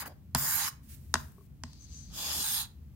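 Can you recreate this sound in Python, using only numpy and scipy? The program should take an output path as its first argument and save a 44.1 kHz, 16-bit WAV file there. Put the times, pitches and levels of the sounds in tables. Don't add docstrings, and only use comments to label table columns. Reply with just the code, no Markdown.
import sys
import numpy as np
from scipy import signal
from scipy.fft import rfft, irfft, next_fast_len
from scipy.io import wavfile
from scipy.ndimage import uniform_filter1d

SR = 44100
rng = np.random.default_rng(int(sys.argv[2]) if len(sys.argv) > 2 else 0)


def undo_db(level):
    steps = np.asarray(level, float) / 20
    return 10 ** steps


def persist_wave(psi):
    counts = np.round(np.clip(psi, -1, 1) * 32767).astype(np.int16)
    wavfile.write(sys.argv[1], SR, np.atleast_2d(counts).T)


N = 130095
T_S = np.arange(N) / SR
RING_T_S = np.arange(SR // 2) / SR
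BIN_HZ = np.fft.rfftfreq(next_fast_len(N), 1 / SR)
FFT_SIZE = 2 * len(BIN_HZ) - 2


# f/Hz, density/dB
RUMBLE = [(20, -53), (40, -15), (58, -3), (78, 4), (105, -10), (125, -6.5), (147, -4.5), (175, -13),
          (212, -12.5), (290, -20.5), (600, -54.5), (1000, -81.5)]
# f/Hz, density/dB
AIR = [(240, -38.5), (400, -8.5), (643, -15.5), (1220, -19.5), (9500, -28), (15500, -20)]
RUMBLE_DB, AIR_DB = -51, -69.5
BASS_LEFT_OVER_RIGHT_DB = 1
# f/Hz, likeness/0-1
LIKENESS = [(60, 0.92), (400, 0.87), (1000, 0.72), (1800, 0.25), (2500, 0.47), (6000, 0.085),]
LEFT_LAG_S = .00008

# t/s, grit level/dB, stone over grit/dB, table thrum over grit/dB,
# blade brightness/(dB per octave), contact place (heel -1, tip 1)
STROKES = [
    [(0, -34, -12.5, -46, 8.5, 0.14), (.022, -38.5, -3, -17, 7.5, 0.69), (.034, -48.5, 3.5, 4.5, 6, -1.5),
     (.052, -73, 22.5, 4, -14, -1.9), (.06, -41.5, -2.5, -9, 14.5, 0.1), (.078, -41, -9.5, -8, 10.5, 0.44),
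     (.09, -67.5, -9, 16, 6, -0.47), (.13, -71, -6, 12.5, -18, -0.51)],
    [(.352, -34, 5, -9, -24, -1.6), (.365, -38.5, -3.5, -27, 4, 0.22), (.382, -31, -15, -35, 9, -0.4),
     (.44, -29.5, -13.5, -22, 7.5, -0.059), (.51, -27, -15.5, -42, 7.5, 0.55),
     (.56, -27.5, -13.5, -59, 8.5, 1), (.63, -31.5, -8, -50, 2.5, 0.88), (.685, -33, -8, -39, 4.5, 0.16),
     (.705, -55, -24, -27, 3, 0.51)],
    [(2.1, -69.5, -3, -7, -6, -0.61), (2.14, -48, -14, -22, -1, -0.26),
     (2.185, -37, -17.5, -19.5, -0.5, 0.032), (2.3, -34.5, -13.5, -20.5, -0.5, -0.0084),
     (2.42, -32.5, -19.5, -17.5, 2.5, 0.2), (2.445, -32, -16, -50, 4, 0.58),
     (2.54, -29.5, -19.5, -56, 3.5, 1), (2.615, -32.5, -16, -65, 2.5, 0.97),
     (2.66, -50.5, -9, -22, -3, 0.83), (2.69, -102, 6, -22, 37, 0.89)],
]
# f/Hz, width/Hz, left level/dB, right level/dB,
# left gain middle to tip/dB, right gain middle to tip/dB
BLADE_MODES = [(3420, 910, -3.5, -2, 3.5, 3), (4044, 430, -2, -1.5, 4.5, 10), (4785, 340, 5.5, 2, -5.5, 0),
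               (5344, 590, -4.5, 2.5, -4, -5.5), (6520, 520, 0.5, -2, 0.4, 0),
               (7180, 1160, -1, -6.5, -7, 2.5), (8890, 640, -14.5, -0.5, -2.5, 3.5),
               (9860, 250, -11, -12, 14, -1.5), (11490, 490, -1.5, -2.2, -6.5, 2),
               (12850, 270, -8, -6.5, -14, 4.5), (14700, 150, -15, -13.5, -5, 12.5),
               (14940, 320, -11, 0, -8, -8)]
# f/Hz, width/Hz, level/dB, gain middle to tip/dB
STONE_MODES = [(863, 170, 2.5, 4.5), (1111, 400, 3.5, -2), (1633, 1070, 3, 0.5), (2284, 3260, -6.5, 2.5)]
# f/Hz, width/Hz, level/dB
THRUM_MODES = [(237, 100, 6.5), (660, 550, 2.5)]
STONE_TILTS = [0.11, .3, -3.3]
GRITS_PER_S, GRIT_SPREAD_DB = 12000, 3
BLADE_WANDER_DB, BLADE_BEND_SHARE = 3.5, .008
PATCH_RMS_DB, HISS_DB = 2.5, -12
NOTCH_HZ, NOTCH_SLIDE_HZ, NOTCH_WIDTH_HZ, NOTCH_DEPTH = 3930, -950, 270, .85

# t/s, stone level/dB, table level/dB, crack level/dB, crack f/Hz,
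# landing place (far end -1, near end 1)
KNOCKS = [(0.3487, -21.5, -26, -19, 6430, -0.46), (0.3591, -34.5, -62, -39, 4420, -1.1),
          (1.1407, -18.5, -35, -17, 4600, 1), (1.143, -25, -45.5, -52, 4150, .7),
          (1.155, -22.5, -36.5, -35.5, 4060, 0.92), (1.32, -74.5, -86, -56, 13000, 0.27),
          (1.636, -36.5, -38.5, -35.5, 3940, 0.15), (1.732, -66, -75, -51.5, 5130, -0.1)]
# f/Hz, level/dB, t60/s, gain middle to near end/dB
CLACK_MODES = [(354, -15, 0.041, -2.5), (643.4, -12, 0.053, -1.5), (865, 2, 0.013, -6.5),
               (1037, 3, 0.015, 0), (1511, -1, 0.011, 6.5), (1907, -4, .012, 1), (2810, -12, .016, 1.5)]
# f/Hz, level/dB, t60/s, gain middle to near end/dB
BOOM_MODES = [(86, -6, 0.15, 5.5), (133, -9, 0.42, -2), (147.8, -7.5, 0.34, -6), (238.3, -0.5, 0.11, 5)]
CRUNCH_DECAY_S, CONTACT_CYCLES = .0017, .8
CRACK_EDGE_RATIO = 1.85
STONE_LEFT_OVER_RIGHT_DB = 3.5

# t/s, level/dB, left over right/dB
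GRIP = [(.81, -92, 3), (.835, -62, 2), (.88, -63.5, -8), (.895, -51.5, -2.5), (.95, -50, -1.5),
        (.965, -69.5, -29), (1.03, -64, 3.5), (1.125, -67, -8), (1.2, -52, -4), (1.35, -70.5, 9),
        (1.47, -80, 30.5)]
# f/Hz, gain/dB
GRIP_COLOUR = [(410, -68.5), (700, -36.5), (1690, -10), (3400, -11), (5220, -9), (15500, -3.5)]

# t/s, level/dB
HANDLE_TAPS = [(1.381, -51.5), (1.408, -55)]
# f/Hz, level/dB, t60/s
HANDLE_MODES = [(395, -1.5, 0.095), (660, -3.5, 0.024), (1114, 0, 0.033)]

# t/s, upper squeak level/dB, lower squeak level/dB
DRAG = [(1.65, -73, -63), (1.79, -73, -65), (1.815, -58, -68), (1.845, -55.5, -69), (1.875, -70, -65),
        (1.93, -55, -62), (1.98, -52, -64), (2.04, -58, -65.5), (2.1, -66, -63.5), (2.13, -62, -67)]
# f/Hz, width/Hz, level/dB
UPPER_SQUEAKS = [(6180, 74, 7), (7070, 140, -10), (7800, 110, -13)]
# f/Hz, width/Hz, level/dB
LOWER_SQUEAKS = [(4620, 630, 19), (4030, 750, -10)]
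TIP_LEFT_OVER_RIGHT_DB = 5

# f/Hz, t60/s
ROOM_DECAY = [(250, 0.67), (1000, 0.36), (12000, 0.21)]
ROOM_DB = -14.5


def evened(x):
    return x / np.sqrt(np.mean(x ** 2) + 1e-20)


def read(points, hz):
    f, value = np.transpose(points)
    return np.interp(np.log(hz + 1), np.log(f + 1), value)


def coloured(x, gain):
    return evened(irfft(rfft(x, FFT_SIZE) * gain)[..., :N])


def peak(hz, width_hz, axis_hz=BIN_HZ):
    return 1 / (1 + 2j * (axis_hz - hz) / max(width_hz, 10))


def sides(left_over_right_db):
    half_db = left_over_right_db / 2
    return undo_db(np.array([half_db, -half_db]))


def along(rows, column):
    rows = np.array(rows)
    return np.interp(T_S, rows[:, 0], rows[:, column])


def gate(rows):
    inside = 1. * (T_S >= rows[0][0]) * (T_S <= rows[-1][0])
    return undo_db(along(rows, 1)) * uniform_filter1d(inside, size=200, mode="nearest")


def pair(a, b):
    likeness = np.clip(read(LIKENESS, BIN_HZ), 0, 1)
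    a, b = rfft(a, FFT_SIZE), rfft(b, FFT_SIZE)
    left = a * np.exp(-2j * np.pi * BIN_HZ * LEFT_LAG_S)
    right = likeness * a + np.sqrt(1 - likeness ** 2) * b
    return irfft(np.array([left, right]))[:, :N]


def wander(per_s):
    steps = rng.standard_normal((2, 200))
    return np.array([np.interp(T_S * per_s, np.arange(200), s) for s in steps])


def ring(hz, db, t60_s):
    return undo_db(db - 60 * RING_T_S / t60_s) * np.sin(2 * np.pi * hz * RING_T_S)


def grit():
    size_draw, sign_draw, hit_draw = rng.random((3, 2, N))
    size = undo_db(GRIT_SPREAD_DB * -np.log(size_draw + 0.0059))
    hits = size * np.sign(sign_draw - .5) * (hit_draw < GRITS_PER_S / SR)
    return evened(pair(*hits))


def background():
    low = coloured(pair(*rng.standard_normal((2, N))), undo_db(read(RUMBLE, BIN_HZ)))
    low = low * undo_db(2.0 * wander(8.51)[0])
    air = coloured(pair(*rng.standard_normal((2, N))), undo_db(read(AIR, BIN_HZ)))
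    air = air * undo_db(1.0 * wander(2)[0])
    return undo_db(RUMBLE_DB) * low * sides(BASS_LEFT_OVER_RIGHT_DB)[:, None] + undo_db(AIR_DB) * air


def blade_power(hz, at, tilt, place):
    power = undo_db(2 * HISS_DB) * (hz > 2300)
    for f, width, left, right, left_tip, right_tip in BLADE_MODES:
        db = np.array([left + left_tip * place, right + right_tip * place])
        db = db + BLADE_WANDER_DB * wander(7.07)[:, at]
        bent_hz = f * (1 + BLADE_BEND_SHARE * wander(26)[0, at])
        power = power + undo_db(2 * db)[:, None] * abs(peak(bent_hz, width, hz)) ** 4
    power = power * undo_db(2 * tilt * np.log2((hz + 1) / 7000))
    power = power * abs(1 - peak(0, 2330, hz)) ** 4
    notch = NOTCH_DEPTH * peak(NOTCH_HZ + NOTCH_SLIDE_HZ * place, NOTCH_WIDTH_HZ, hz)
    return power * abs(1 - notch) ** 2


def stone_power(hz, t_s, place):
    stroke_ends_s = [rows[-1][0] for rows in STROKES[:-1]]
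    tilt = np.array(STONE_TILTS)[np.searchsorted(stroke_ends_s, t_s - .1)]
    power = 0
    for f, width, db, tip_db in STONE_MODES:
        mode_db = db + tip_db * place + tilt * np.log2(f / 1000)
        power = power + undo_db(2 * mode_db) * abs(peak(f, width, hz)) ** 8
    return power


def strokes():
    hz, t_s, z = signal.stft(grit(), SR, nperseg=512, noverlap=384)
    hz, at = hz[:, None], np.minimum((t_s * SR).astype(int), N - 1)
    every = [row for rows in STROKES for row in rows]
    stone_db, thrum_db, tilt, place = (along(every, k)[at] for k in range(2, 6))
    blade = blade_power(hz, at, tilt, place)
    stone = stone_power(hz, t_s, place)
    thrum = sum(undo_db(2 * db) * abs(peak(f, width, hz)) ** 4 for f, width, db in THRUM_MODES)
    power = blade / blade.mean(axis=(0, 1))
    power = power + undo_db(2 * stone_db) * stone / stone.mean(axis=0)
    power = power + undo_db(2 * thrum_db) * thrum / thrum.mean()
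    patches = uniform_filter1d(rng.standard_normal(z.shape), size=3, axis=1)
    patches = evened(uniform_filter1d(patches, size=20, axis=2))
    z = z * np.sqrt(power) * undo_db(PATCH_RMS_DB * patches)
    scraped = signal.istft(z, SR, nperseg=512, noverlap=384)[1][:, :N]
    return sum(gate(rows) for rows in STROKES) * scraped


def knocks():
    out, t_s = np.zeros((2, N)), RING_T_S
    for s, stone_db, table_db, crack_db, crack_hz, place in KNOCKS:
        clack = sum((-1) ** k * ring(f, db + near_db * place, t60)
                    for k, (f, db, t60, near_db) in enumerate(CLACK_MODES))
        clack = clack * (1 - np.exp(-t_s / .0004))
        boom = sum(ring(f, db + near_db * place, t60) for f, db, t60, near_db in BOOM_MODES)
        boom = boom * (1 - np.exp(-t_s / 0.0024))
        burst = rng.standard_normal((2, 500)) * np.exp(-t_s[:500] / CRUNCH_DECAY_S)
        crunch = pair(*np.pad(burst, ((0, 0), (0, N - 500))))[:, :500]
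        edges_hz = np.clip([crack_hz / CRACK_EDGE_RATIO, crack_hz * CRACK_EDGE_RATIO], 100, 20000)
        crack = signal.sosfilt(signal.butter(3, edges_hz, "band", fs=SR, output="sos"), crunch)
        crack = crack / np.sqrt(np.mean(crack[:, :80] ** 2))
        push = np.exp(-t_s[:400] * crack_hz / CONTACT_CYCLES * 2 * np.pi)
        clack = np.convolve(clack, push / push.sum())[:len(t_s)]
        at = round(s * SR)
        out[:, at:at + len(t_s)] += undo_db(stone_db) * clack * sides(STONE_LEFT_OVER_RIGHT_DB)[:, None]
        out[:, at:at + len(t_s)] += undo_db(table_db) * boom
        out[:, at:at + 500] += undo_db(crack_db) * crack
    return out


def grip():
    rustle = coloured(grit(), undo_db(read(GRIP_COLOUR, BIN_HZ)))
    return gate(GRIP) * sides(along(GRIP, 2)) * rustle


def taps():
    out = np.zeros(N)
    sound = sum(ring(*mode) for mode in HANDLE_MODES) * np.minimum(RING_T_S / 0.0019, 1) ** 2
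    for s, db in HANDLE_TAPS:
        out[round(s * SR):][:len(sound)] += undo_db(db) * sound
    return out


def drag():
    x = grit()
    upper = coloured(x, sum(undo_db(db) * abs(peak(f, width)) for f, width, db in UPPER_SQUEAKS))
    lower = coloured(x, sum(undo_db(db) * abs(peak(f, width)) for f, width, db in LOWER_SQUEAKS))
    lower_over_upper_db = along(DRAG, 2) - along(DRAG, 1)
    squeaks = upper + lower * undo_db(lower_over_upper_db)
    return gate(DRAG) * sides(TIP_LEFT_OVER_RIGHT_DB)[:, None] * squeaks


def room(x):
    impulses = np.zeros((2, SR))
    slots = np.arange(200, SR - 20, 20)
    at = slots + rng.integers(0, 20, (2, len(slots)))
    np.put_along_axis(impulses, at, rng.choice([-1., 1.], at.shape), 1)
    hz, t_s, z = signal.stft(impulses, SR, nperseg=256)
    decay = undo_db(-60 * t_s / read(ROOM_DECAY, hz)[:, None])
    tail = signal.istft(z * decay, SR, nperseg=256)[1]
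    return signal.fftconvolve(x, tail / np.linalg.norm(tail[0]), axes=1)[:, :N]


def scene():
    work = strokes() + knocks() + grip() + taps() + drag()
    return work + undo_db(ROOM_DB) * room(work) + background()


def top_cut(x):
    return signal.sosfilt(signal.butter(12, 16940, fs=SR, output="sos"), x)


def record(dry):
    low_pass = signal.firwin(255, 15900, fs=SR)
    mix = signal.oaconvolve(dry, low_pass[None], "same")
    return top_cut(mix)


dry = scene()
out = record(dry)
persist_wave(out)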